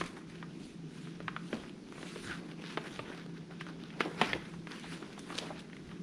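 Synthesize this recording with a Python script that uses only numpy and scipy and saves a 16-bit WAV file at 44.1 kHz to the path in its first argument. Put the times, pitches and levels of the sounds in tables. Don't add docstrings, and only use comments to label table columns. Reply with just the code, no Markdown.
import sys
import numpy as np
from scipy import signal
from scipy.io import wavfile
from scipy.ndimage import uniform_filter1d

SR = 44100
rng = np.random.default_rng(int(sys.argv[2]) if len(sys.argv) > 2 else 0)


def to_wav(s):
    ch = np.atleast_2d(s).T
    pcm = np.round(np.clip(ch, -1, 1) * 32767)
    wavfile.write(sys.argv[1], SR, pcm.astype(np.int16))


def amplitude_ratio(level_db):
    exponent = np.asarray(level_db, float) / 20
    return 10 ** exponent


N = 265482

# t/s, peak level of the body/dB, ring f/Hz,
# level of the whole sheet's flap re body/dB, level of the crisp edge re body/dB
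CREASE_SNAPS = [(0.011, -22, 1190, -7.5, -37), (0.038, -33.5, 1200, -8, 1), (0.061, -41, 2900, -13, 11),
                (0.168, -40, 764, -5, -18), (0.298, -47.5, 1840, 0, 5), (0.426, -32.5, 1120, -43, -27),
                (1.071, -42, 1510, -4, -20), (1.202, -37.5, 1150, 1.5, -22), (1.28, -21.5, 1450, -48, -35),
                (1.363, -25.5, 1370, -45, -31), (1.528, -28.5, 1450, 0, -22), (1.635, -41, 1275, -7, -27),
                (1.642, -45, 1490, -8, -25), (1.922, -39, 1170, -7, -3), (1.979, -40, 1090, -2, -17),
                (2.028, -33, 1140, -7.5, -21), (2.158, -35, 730, 0.5, -18), (2.513, -39, 2580, -11, -12),
                (2.638, -38, 1270, -3, -19), (2.772, -21, 780, -5.5, -20), (2.868, -36.5, 1581, -7, -20),
                (2.991, -26.5, 780, -6, -28), (3.058, -39.5, 1450, -21, -24), (3.099, -37.5, 989, 2.5, -17),
                (3.509, -42, 1250, -15, -25), (3.609, -29, 1570, -16, -7.5), (3.362, -51, 2600, -20, -15),
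                (3.665, -38, 1381, -7, -8), (3.903, -37, 2445, -24, -26), (4.005, -15, 1440, -7, -14.5),
                (4.175, -52, 1627, 2, 3.5), (4.213, -11, 720, -9.5, -12.5), (4.218, -18, 2430, -30, -17),
                (4.232, -32, 1500, -8, -20), (4.331, -14.5, 2085, -16.5, -32), (4.537, -40, 700, -16, -26),
                (4.67, -31.5, 1590, -6, -10), (4.717, -31, 4300, -29, -11), (4.796, -44, 2420, -22, 10.5),
                (4.841, -37, 644, -23, -20), (5.025, -36.5, 1224, -5, -20), (5.177, -38.5, 800, -27, -6),
                (5.192, -41, 1560, -5, 13), (5.302, -32, 1100, -13, -28), (5.379, -24.5, 3340, -26, 1),
                (5.385, -17, 3800, -20, -34), (5.594, -37, 4000, -22, -4), (5.605, -41, 3800, -25, -4),
                (5.698, -43, 1770, -25, -15), (5.73, -36.5, 2070, -30, -21), (5.766, -37, 2080, -32, -7),
                (5.891, -43, 2104, -9, -17), (5.913, -39, 1210, -13, -23)]
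# f/Hz, level/dB
SHEET_RADIATION = [(150, -50.5), (500, -3.5), (1200, 4.5), (3200, -0.5), (4200, -9), (5200, -22),
                   (7000, -25), (12000, -49)]
# t/s, peak level/dB, ring f/Hz, t60 of the blow/s
DULL_PATS = [(1.531, -30.5, 254.5, 0.08), (2.993, -38.5, 170, 0.1), (4.215, -26, 245, 0.054),
             (5.323, -39, 1220, 0.087), (5.417, -37, 686, 0.096), (5.503, -32, 740, 0.066)]
# t of the crest/s, rise/s, fall/s, level before clumping/dB, tautness/0-1
PANEL_STROKES = [(0.011, 0.032, 0.017, -43, 0.13), (0.066, 0.069, 0.038, -49, 0.6),
                 (0.12, .15, 0.41, -59, 0.25), (0.172, 0.022, 0.02, -54, .3),
                 (0.304, 0.038, 0.56, -60.5, 0.45), (0.65, 0.27, 0.26, -62, 0.75),
                 (0.98, 0.18, 0.53, -58, 0.66), (1.28, 0.13, 0.11, -60.5, 0.1), (1.4, 0.18, 0.23, -65, 0.9),
                 (1.544, 0.12, 0.29, -53, 0.58), (1.99, 0.11, 0.42, -61, 0.3),
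                 (2.116, 0.33, .3, -52.5, 0.62), (2.224, 0.07, 0.27, -58, 0.7),
                 (2.318, 0.15, 0.13, -45.5, 0.33), (2.51, .12, 0.047, -55, 0.2),
                 (2.7, 0.15, 0.15, -47.5, 0.62), (2.872, 0.18, 0.036, -50, 0.22),
                 (2.952, 0.14, 0.21, -52, 0.53), (3.1, 0.12, 0.25, -52, 0.2),
                 (3.2, 0.15, 0.089, -53.5, 0.5), (3.358, 0.064, 0.2, -58.5, 0.43),
                 (3.52, .03, 0.15, -57, 0.36), (3.61, 0.016, 0.025, -49.5, 0.9),
                 (3.686, 0.093, 0.13, -55, 0.36), (3.81, 0.054, 0.5, -57, 0.5),
                 (4.006, .02, 0.1, -41.5, 0.57), (4.12, 0.23, 0.19, -55.5, 0.15),
                 (4.181, 0.0081, 0.2, -45.5, 0.45), (4.235, 0.039, 0.078, -40.5, 0.5),
                 (4.275, 0.13, 0.15, -41, 0.32), (4.42, .2, 0.24, -54.5, 0.27),
                 (4.723, 0.061, 0.25, -49.5, 0.35), (4.83, 0.13, 0.21, -53, 0.8),
                 (4.928, 0.11, 0.1, -50, 0.5), (5.1, 0.81, 0.61, -57, 0.47), (5.3, 0.056, 0.16, -53, 0),
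                 (5.374, 0.13, 0.054, -48.5, 0.52), (5.385, 0.016, 0.017, -48, 0.6),
                 (5.43, .1, 0.27, -51, 0.33), (5.596, 0.09, 0.033, -55, 0.8), (5.75, .3, .3, -64, .5),
                 (5.92, 0.12, 0.16, -56.5, 0.34)]
# f/Hz, level per Hz/dB
SLACK_SPECTRUM = [(300, -35.5), (900, -4.5), (1500, 3), (2500, -5.5), (4500, -36.5), (9000, -14.5),
                  (16000, -25)]
# f/Hz, level per Hz/dB
TAUT_SPECTRUM = [(500, -53), (1500, -8.5), (2500, 0.5), (3400, -2), (5500, -11), (8000, -23.5),
                 (16000, -26)]
# t of the crest/s, rise/s, fall/s, level before clumping/dB
FINGER_BRUSHES = [(0.0, .1, 0.047, -47), (0.066, 0.042, 0.12, -53.5), (0.172, 0.023, 0.082, -59),
                  (0.304, .05, .3, -64.5), (0.65, 0.2, 0.19, -59), (0.98, 0.12, 0.25, -57.5),
                  (1.282, .15, .15, -67), (1.544, 0.26, 0.24, -56.5), (1.88, 0.26, .05, -70),
                  (1.99, 0.1, .3, -57), (2.116, 0.26, .3, -53), (2.25, 0.15, 0.18, -50),
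                  (2.51, .15, 0.057, -67), (2.72, 0.21, .25, -59), (2.872, 0.081, 0.035, -56),
                  (2.952, 0.14, 0.14, -55.5), (3.15, .2, .3, -68), (3.52, .05, 0.091, -78),
                  (3.61, 0.027, 0.12, -64.5), (4.02, .1, .15, -61), (4.27, 0.33, 0.19, -55.5),
                  (4.5, .25, 0.28, -63.5), (4.722, 0.077, 0.45, -57), (4.928, .15, 0.15, -53),
                  (5.1, .4, .4, -64), (5.192, 0.011, 0.033, -51), (5.23, .05, .1, -58),
                  (5.374, 0.17, 0.077, -50.5), (5.386, 0.016, 0.019, -39), (5.41, .05, 0.24, -55.5),
                  (5.596, 0.019, 0.038, -55.5), (5.85, 0.65, .6, -68.5)]
# f/Hz, level per Hz/dB
BRUSH_SPECTRUM = [(1500, -43), (3500, 23.5), (5500, 15.5), (7500, 22.5), (12000, 23.5), (16000, -56)]
# t of the crest/s, rise and also fall/s, level before clumping/dB
PANEL_BENDS = [(0.037, 0.047, -50), (0.147, 0.06, -52), (0.503, 0.34, -60.5), (1.563, 0.097, -49),
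               (1.762, 0.23, -61), (2.02, 0.18, -53), (2.46, 0.35, -56.5), (2.64, 0.099, -56),
               (3.05, 0.37, -52), (3.512, 0.036, -53.5), (3.712, 0.11, -53), (4.059, 0.11, -40.5),
               (4.2, 0.063, -47), (4.352, 0.067, -44), (5.028, 0.27, -53.5), (5.31, 0.069, -46.5),
               (5.45, 0.21, -48.5)]
# f/Hz, level per Hz/dB
FLEX_SPECTRUM = [(100, -39.5), (300, -1), (600, -13.5), (1000, -14), (2000, -47.5)]
# t/s, f/Hz, level/dB
FINGER_SQUEAK = [(2.272, 1718, -58), (2.299, 1540, -45.5), (2.329, 1465, -42), (2.341, 1460, -77)]
# t of the crest/s, level/dB
AIR_PUFFS = [(0.0, -52), (0.65, -63), (1.25, -57), (1.611, -58), (2.28, -54.5), (3.0, -57), (3.86, -68),
             (4.04, -63), (4.22, -61), (4.35, -50.5), (5.37, -63), (5.53, -60), (4.58, -61), (5.87, -59)]
# f/Hz, level per Hz/dB
PUFF_SPECTRUM = [(10, -21), (30, 3.5), (50, -1.5), (100, 3.5), (130, 5), (200, -36)]
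# f/Hz, level per Hz/dB
FAN_SPECTRUM = [(60, -21.5), (115, -28), (140, -3), (200, 0.5), (250, -3), (330, -4), (430, -11),
                (530, -21), (900, -26.5), (3000, -32), (7000, -35), (10500, -36), (11500, -63),
                (16000, -49)]
# t/s, level before the fine flutter/dB
HUM_RANDOM_LEVEL = [(0.0, -43.5), (0.1, -61), (0.52, -49), (0.64, -60.5), (0.87, -46.5), (0.92, -62),
                    (1.04, -48), (1.32, -52.5), (1.46, -45), (1.54, -62), (2.62, -50.5), (3.1, -65),
                    (3.14, -51.5), (4.11, -52), (4.22, -47), (4.26, -55), (4.44, -52), (4.49, -67),
                    (4.54, -46), (4.59, -47.5), (4.83, -63), (4.9, -47.5), (5.2, -80), (5.31, -50.5),
                    (5.85, -63), (6.02, -49.5)]
# f/Hz, t60/s
ROOM_DECAY = [(200, 0.9), (1000, 0.5), (3000, 0.42), (8000, 0.38)]
# f/Hz, level/dB
MICROPHONE_RESPONSE = [(6000, 0.5), (8000, -10), (9900, -5.5), (10600, -10.5), (11400, -26), (12200, -19),
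                       (13000, -17), (13900, -11.5), (14800, -20), (15600, -36)]


def evened(x):
    return x / np.sqrt(np.mean(x ** 2) + 1e-20)


def read(points, hz):
    f, value = np.transpose(points)
    return np.interp(np.log(hz + 1), np.log(f + 1), value)


def coloured(x, points):
    log_gain = np.log(amplitude_ratio(read(points, abs(np.fft.fftfreq(8192, 1 / SR)))))
    taps = np.fft.ifft(np.exp(np.conj(signal.hilbert(log_gain)))).real[:4096]
    return signal.oaconvolve(x, taps)[:len(x)]


def ring(x, hz, width_hz):
    return signal.lfilter(*signal.iirpeak(hz, hz / width_hz, SR), x)


def from_knots(knots):
    return np.interp(np.arange(N) / 64, np.arange(len(knots)), knots)


def wobble(per_s):
    knots = rng.standard_normal(N // 64 + 2)
    lowpass = signal.butter(2, per_s * 128 / SR)
    return from_knots(evened(signal.lfilter(*lowpass, knots)))


def swell(s, rise_s, fall_s, db):
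    fade_db, bend = 20, 1.3
    t = np.arange(0, N + 64, 64)[:, None] / SR - s
    away = np.where(t < 0, -t / rise_s, t / fall_s)
    power = amplitude_ratio(db - fade_db * away ** bend) ** 2
    return from_knots(np.sqrt(power.sum(1) + 1e-12))


def grains(per_s, spread_db):
    size = amplitude_ratio(spread_db * np.minimum(rng.exponential(1, N), 2.5))
    happens = rng.random(N) < per_s / SR
    return evened(size * rng.standard_normal(N) * happens)


def snaps():
    t60_at_1khz_s, shortening = 0.041, 0.46
    t, out = np.arange(6000) / SR, np.zeros(N + 6000)
    for s, peak_db, hz, flap_db, crisp_db in CREASE_SNAPS:
        t60 = t60_at_1khz_s * (1000 / hz) ** shortening
        signs = rng.choice([-1., 1.], len(t))
        returns = (rng.random(len(t)) < .14) * (t > .0018)
        rattle = .33 * signs * returns * amplitude_ratio(-60 * t / t60)
        rattle[[30, 62]] = .35, -1
        radiation = [(f * max(1, hz / 1900), db) for f, db in SHEET_RADIATION]
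        body = coloured(ring(rattle, hz, 0.45 * hz) + 0.3 * rattle, radiation)
        flap = ring(ring(rattle, 420, 350), 330, 400)
        crisp = ring(ring(rattle, 7600, 6400), 8800, 5300)
        parts = ((body, 0), (flap, flap_db), (crisp, crisp_db))
        sound = sum(amplitude_ratio(peak_db + db) * part / abs(part).max() for part, db in parts)
        out[round(s * SR):][:len(t)] += sound
    return out[:N]


def pats():
    t, out = np.arange(8000) / SR, np.zeros(N + 8000)
    for s, peak_db, hz, t60 in DULL_PATS:
        onset = 1 - np.exp(-t / 0.0013)
        blow = rng.standard_normal(len(t)) * onset * amplitude_ratio(-60 * t / t60)
        sound = ring(ring(blow, hz, 0.35 * hz), 0.71 * hz, 1.0 * hz)
        out[round(s * SR):][:len(t)] += amplitude_ratio(peak_db) * sound / abs(sound).max()
    return out[:N]


def scrape(slack_gain, taut_gain, crackle, clumps):
    slack = evened(coloured(rng.standard_normal(N) + 0.58 * crackle, SLACK_SPECTRUM))
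    taut = evened(coloured(rng.standard_normal(N) + 0.77 * crackle, TAUT_SPECTRUM))
    return (slack_gain * slack + taut_gain * taut) * amplitude_ratio(1.27 * clumps)


def brush(crackle, clumps):
    fizz = grains(900, spread_db=0)
    slips = rng.standard_normal(N) + 0.38 * fizz + 0.23 * crackle
    hiss = evened(coloured(slips, BRUSH_SPECTRUM))
    return hiss * swell(*np.transpose(FINGER_BRUSHES)) * amplitude_ratio(0.35 * clumps)


def flex(slack_gain, crackle, clumps):
    s, length_s, db = np.transpose(PANEL_BENDS)
    gain = np.hypot(swell(s, length_s, length_s, db), amplitude_ratio(-4.5) * slack_gain)
    rustle = evened(coloured(rng.standard_normal(N) + 0.7 * crackle, FLEX_SPECTRUM))
    return rustle * gain * amplitude_ratio(2.0 * clumps)


def slide():
    s, rise_s, fall_s, db, taut = np.transpose(PANEL_STROKES)
    taut = np.clip(taut, .001, .999)
    slack_gain = swell(s, rise_s, fall_s, db + 10 * np.log10(1 - taut))
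    taut_gain = swell(s, rise_s, fall_s, db + 10 * np.log10(taut))
    clumps = wobble(per_s=48)
    crackle = grains(300, spread_db=1.0)
    rubbing = scrape(slack_gain, taut_gain, crackle, clumps)
    return rubbing + brush(crackle, clumps) + flex(slack_gain, crackle, clumps)


def patchy(x, spread_db):
    z = signal.stft(x, nperseg=256)[2]
    patches = uniform_filter1d(rng.standard_normal(z.shape), size=5, axis=0)
    patches = uniform_filter1d(patches, size=12, axis=1)
    return signal.istft(z * amplitude_ratio(spread_db * evened(patches)), nperseg=256)[1][:N]


def squeak():
    s, hz, db = np.transpose(FINGER_SQUEAK)
    t = np.arange(N) / SR
    noise = rng.standard_normal((N, 2)) @ [1, 1j]
    fuzz = signal.lfilter(*signal.butter(1, 70, fs=SR), noise)
    carrier = np.exp(2j * np.pi * np.cumsum(np.interp(t, s, hz)) / SR)
    gain = amplitude_ratio(np.interp(t, s, db, left=-200, right=-200))
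    return evened((fuzz * carrier).real) * gain


def puffs():
    puff_s, draught_db = 0.15, -70
    s, db = np.transpose(AIR_PUFFS)
    draught = amplitude_ratio(draught_db + 3 * wobble(per_s=7))
    gain = np.hypot(swell(s, puff_s, puff_s, db), draught)
    return gain * evened(coloured(rng.standard_normal(N), PUFF_SPECTRUM))


def fan():
    air_db, hum_hz = -50, 167.7
    turns = np.cumsum(hum_hz + 4 * wobble(per_s=9.2)) / SR
    s, db = np.transpose(HUM_RANDOM_LEVEL)
    hum_db = np.interp(np.arange(N) / SR, s, db) + 1.4 * wobble(per_s=27)
    hum = np.sqrt(2) * amplitude_ratio(hum_db) * np.sin(2 * np.pi * (turns + rng.random()))
    air = evened(coloured(rng.standard_normal(N), FAN_SPECTRUM))
    return amplitude_ratio(air_db) * air + hum


def room(x):
    taps = np.zeros(SR // 2)
    at = np.arange(200, len(taps) - 20, 20)
    taps[at + rng.integers(0, 20, len(at))] = rng.choice([-1., 1.], len(at))
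    hz, t, z = signal.stft(taps, SR, nperseg=256)
    decay = amplitude_ratio(-60 * t / read(ROOM_DECAY, hz)[:, None])
    tail = signal.istft(z * decay, SR, nperseg=256)[1]
    return signal.oaconvolve(x, tail / np.linalg.norm(tail))[:N]


def scene():
    blows = snaps() + pats()
    paper = blows + patchy(slide(), spread_db=2.07) + squeak()
    return (paper + amplitude_ratio(-13.5) * room(blows) + puffs() + fan())[None]


def top_cut(x):
    return signal.sosfilt(signal.butter(12, 15610, fs=SR, output="sos"), x)


def record(dry):
    mix = coloured(dry[0], MICROPHONE_RESPONSE)[None]
    return top_cut(mix)


dry = scene()
out = record(dry)
to_wav(out)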